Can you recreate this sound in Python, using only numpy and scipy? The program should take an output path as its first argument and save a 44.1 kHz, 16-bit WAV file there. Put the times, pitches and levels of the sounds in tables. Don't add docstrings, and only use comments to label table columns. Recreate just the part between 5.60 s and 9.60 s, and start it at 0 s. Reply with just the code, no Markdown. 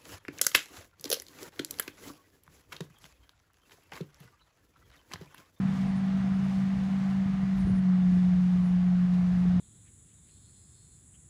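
import sys
import numpy as np
from scipy import signal
from scipy.fft import rfft, irfft
from scipy.io import wavfile
from scipy.ndimage import uniform_filter1d

SR = 44100
rng = np.random.default_rng(int(sys.argv[2]) if len(sys.argv) > 2 else 0)


def log_audio(samples):
    frames = np.atleast_2d(samples).T
    limited = np.clip(frames, -1, 1)
    pcm = np.round(limited * 32767).astype(np.int16)
    wavfile.write(sys.argv[1], SR, pcm)


N = 176400
T = np.arange(N) / SR
HZ = np.fft.rfftfreq(N, 1 / SR)


def exhaust(phase):
    # (time [s], level [dB])
    note_db = [(0, -27.5), (.35, -28.5), (.78, -26), (1.2, -28), (1.6, -27), (1.9, -27.5), (2.17, -25),
               (2.28, -22.5), (2.55, -22), (2.8, -23), (3.12, -24.5), (3.25, -23), (4, -23.5)]
    # (time [s], depth [0-1])
    throb_depth = [(0, 0.27), (.25, 0.19), (1.3, 0.11), (1.8, 0.1), (2.5, 0), (4, .07)]
    # (multiple of the note, level relative to it [dB])
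    overtone_db = [(2, -48), (3, -44.5)]
    # (frequency [Hz], relative level [dB])
    burble_spectrum = [(30, -42), (70, -18), (85, -5.5), (105, -15), (135, 1), (170, 2), (205, -5),
                       (250, -11), (295, -25), (500, -53), (1000, -82)]
    # (time [s], level [dB])
    burble_db = [(0, -33), (.4, -36.5), (.9, -37.5), (1.5, -40.5), (2.2, -38.5), (3, -40.5), (4, -43)]
    throbs_per_cycle, waver_db = .276, .5
    throb_phase = throbs_per_cycle * phase + 0.05 * wander(7.5)
    sidebands = amp(-0.5) * np.sin(phase - throb_phase) + amp(-6.5) * np.sin(phase + throb_phase)
    overtones = sum(amp(db) * np.sin(round(multiple) * phase) for multiple, db in overtone_db)
    note = np.sin(phase) + curve(throb_depth) * sidebands + overtones
    burble = amp(curve(burble_db)) * colour(rng.standard_normal(N), burble_spectrum)
    note_gain = np.sqrt(2) * amp(curve(note_db) + waver_db * wander(13))
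    return note_gain * note + burble


def machinery(phase):
    # (frequency [Hz], relative level [dB])
    rush_spectrum = [(100, -10.5), (300, -8), (520, -3.5), (580, -11), (650, 1.5), (720, 1), (810, 0.5),
                     (890, -4.5), (1060, -3.5), (1370, -5.5), (2150, -8), (2650, -13), (4500, -19.5),
                     (6500, -26), (9500, -34), (12000, -46.5), (15500, -54.5)]
    # (time [s], level [dB])
    rush_db = [(0, -47), (1.4, -48), (2.4, -49.5), (3.2, -50), (4, -49)]
    # (multiple of the exhaust note, width [Hz], level relative to the rush [dB])
    gear_bands = [(6.26, 23, -17), (7.8, 67, -23.5)]
    # (frequency [Hz], width [Hz], level relative to the rush [dB])
    frame_modes = [(692, 31, -18), (1037, 110, -20), (1704, 90, -20), (1922, 170, -17.5), (2895, 350, -22),
                   (3540, 260, -25.5), (6430, 840, -29.5), (9620, 200, -40)]
    pulsing = 1 + 0.05 * np.cos(phase / 2)
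    rush = colour(patchy_noise(depth_db=0.86) * pulsing, rush_spectrum)
    whines = sum(amp(db) * noise_band(multiple * phase, width) for multiple, width, db in gear_bands)
    frame = sum(amp(db) * noise_band(2 * np.pi * hz * T, width) for hz, width, db in frame_modes)
    return amp(curve(rush_db)) * (rush + whines + frame)


def stubble():
    # (frequency [Hz], relative level [dB])
    stalk_spectrum = [(500, -18.5), (2000, 1), (3600, 3), (6500, -2), (8000, -6.5), (9700, -9.5),
                      (12000, -13.5), (15500, -22.5)]
    # (time [s], level [dB])
    rustle_db = [(0, -70), (.17, -58), (.33, -68.5), (.75, -68.5), (.95, -59), (1.12, -66), (1.48, -63),
                 (1.65, -69), (1.94, -65.5), (1.99, -60.5), (2.06, -65.5), (2.33, -72), (2.55, -62),
                 (2.73, -66), (2.87, -62.5), (3.1, -67), (3.42, -67), (3.77, -63), (4, -69)]
    # (time [s], level [dB])
    stalk_snaps = [(.21, -59), (.57, -63), (1.235, -60), (1.5, -59), (3.535, -58)]
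    crackles_per_s, crackle_over_hiss_db, snap_decay_s = 2100, 5, 0.03
    sizes = amp(-0.5 * np.minimum(rng.exponential(1, N), 5))
    crackles = sizes * rng.choice([-1, 1], N) * (rng.random(N) < crackles_per_s / SR)
    hiss = patchy_noise(depth_db=0)
    rustle = colour(hiss + amp(crackle_over_hiss_db) * unit(crackles), stalk_spectrum)
    snap_gain = sum(amp(db) * (T >= s) * np.exp(-abs(T - s) / snap_decay_s) for s, db in stalk_snaps)
    snaps = snap_gain * colour(rng.standard_normal(N), stalk_spectrum)
    return amp(curve(rustle_db)) * rustle + snaps


def discs():
    # (start [s], length [s], pitch [Hz], level [dB])
    squeaks = [(0.187, 0.2, 9140, -75), (.34, .06, 9090, -73), (.445, .03, 10500, -75),
               (.735, .05, 9160, -75), (.83, .05, 9620, -75), (1.3, .035, 10000, -77),
               (1.955, .05, 11430, -75), (1.979, 0.23, 9200, -65.5), (2.98, 0.17, 10350, -72.5),
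               (3.767, 0.09, 10100, -81)]
    pitch_rise, stutter_hz, flutter_db = .005, 11, 2
    jitter = 0.0011 * wander(97)
    out = np.zeros(N)
    for start, length, hz, db in squeaks:
        progress = np.clip((T - start) / length, 0, 1)
        pitch = hz * (1 + pitch_rise * (progress - .5) + jitter)
        grip = 1 + 0.5 * np.cos(2 * np.pi * stutter_hz * length * (progress - .5))
        swell = np.sqrt(abs(np.sin(np.pi * progress)))
        out += amp(db) * grip * swell * np.sin(2 * np.pi * np.cumsum(pitch) / SR)
    return out * amp(flutter_db * wander(40))


def wind():
    # (frequency [Hz], relative level [dB])
    rumble_spectrum = [(10, -50.5), (22, -32.5), (35, -13.5), (50, -2), (68, 0), (105, -5.5), (160, -2.5),
                       (250, -14), (400, -33), (700, -60.5), (2000, -120)]
    # (time [s], level [dB])
    gust_db = [(0, -45), (.12, -51), (.23, -41.5), (.42, -52), (.57, -42.5), (.8, -53.5), (1.15, -43.5),
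               (1.5, -48.5), (1.75, -46.5), (1.9, -36), (1.97, -37), (2.1, -31), (2.25, -49), (2.55, -37.5),
               (2.9, -45.5), (3.05, -43), (3.6, -43), (3.73, -37.5), (4, -35)]
    # (time [s], half-width [s], peak before the band-pass [dB])
    buffets = [(1.66, 0.0014, -25), (2.071, 0.00078, -27), (2.098, 0.00077, -28), (2.11, 0.0016, -25),
               (2.57, 0.00083, -31.5), (2.958, 0.00091, -33), (3.855, 0.00069, -31),
               (3.962, 0.00091, -33.5)]
    lumpy_noise = rng.standard_normal(N) * amp(3.2 * wander(49))
    rumble = amp(curve(gust_db)) * colour(lumpy_noise, rumble_spectrum)
    pressure = np.zeros(N)
    for centre, half_width, db in buffets:
        offset = (T - centre) / half_width
        pressure += amp(db) * offset * np.exp((1 - offset ** 2) / 2)
    microphone_port = signal.butter(4, [50, 540], "bandpass", fs=SR, output="sos")
    return rumble + signal.sosfilt(microphone_port, pressure)


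def amp(db):
    return 10 ** (np.asarray(db) / 20)


def unit(x):
    return x / np.sqrt(np.mean(x ** 2) + 1e-20)


def curve(points):
    return np.interp(T, *np.transpose(points))


def colour(x, spectrum):
    hz, db = np.transpose(spectrum)
    gain = amp(np.interp(np.log(HZ + 1), np.log(hz), db))
    return unit(irfft(rfft(x) * gain, N))


def wander(rate_hz):
    return unit(irfft(rfft(rng.standard_normal(N)) * np.exp(-(HZ / rate_hz) ** 2), N))


def noise_band(phase, width_hz):
    return wander(width_hz / 2) * np.cos(phase) + wander(width_hz / 2) * np.sin(phase)


def patchy_noise(depth_db):
    spectra = signal.stft(rng.standard_normal(N), nperseg=512)[2]
    patches = uniform_filter1d(rng.standard_normal(spectra.shape), size=7, axis=0)
    patches = uniform_filter1d(patches, size=12, axis=1)
    return signal.istft(spectra * amp(depth_db * unit(patches)))[1][:N]


def scene():
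    # (time [s], pitch [Hz])
    note_hz = [(0.05, 191.1), (1.56, 192.2), (1.95, 191.1), (2.2, 187.7), (2.25, 184.7), (2.51, 181.6),
               (2.87, 181), (2.95, 180.4), (3.93, 179.8)]
    phase = 2 * np.pi * np.cumsum(curve(note_hz)) / SR
    return (exhaust(phase) + machinery(phase) + stubble() + discs() + wind())[None]


def record(dry):
    fade_s, cutoff_hz = .002, 15720
    to_nearest_end_s = np.minimum(T, T[::-1])
    fades = np.sin(np.pi / 2 * np.minimum(to_nearest_end_s / fade_s, 1)) ** 2
    lowpass = signal.firwin(2047, cutoff_hz, window=("kaiser", 9), fs=SR)
    return signal.oaconvolve(dry * fades, lowpass[None], "same")


dry = scene()
out = record(dry)
log_audio(out)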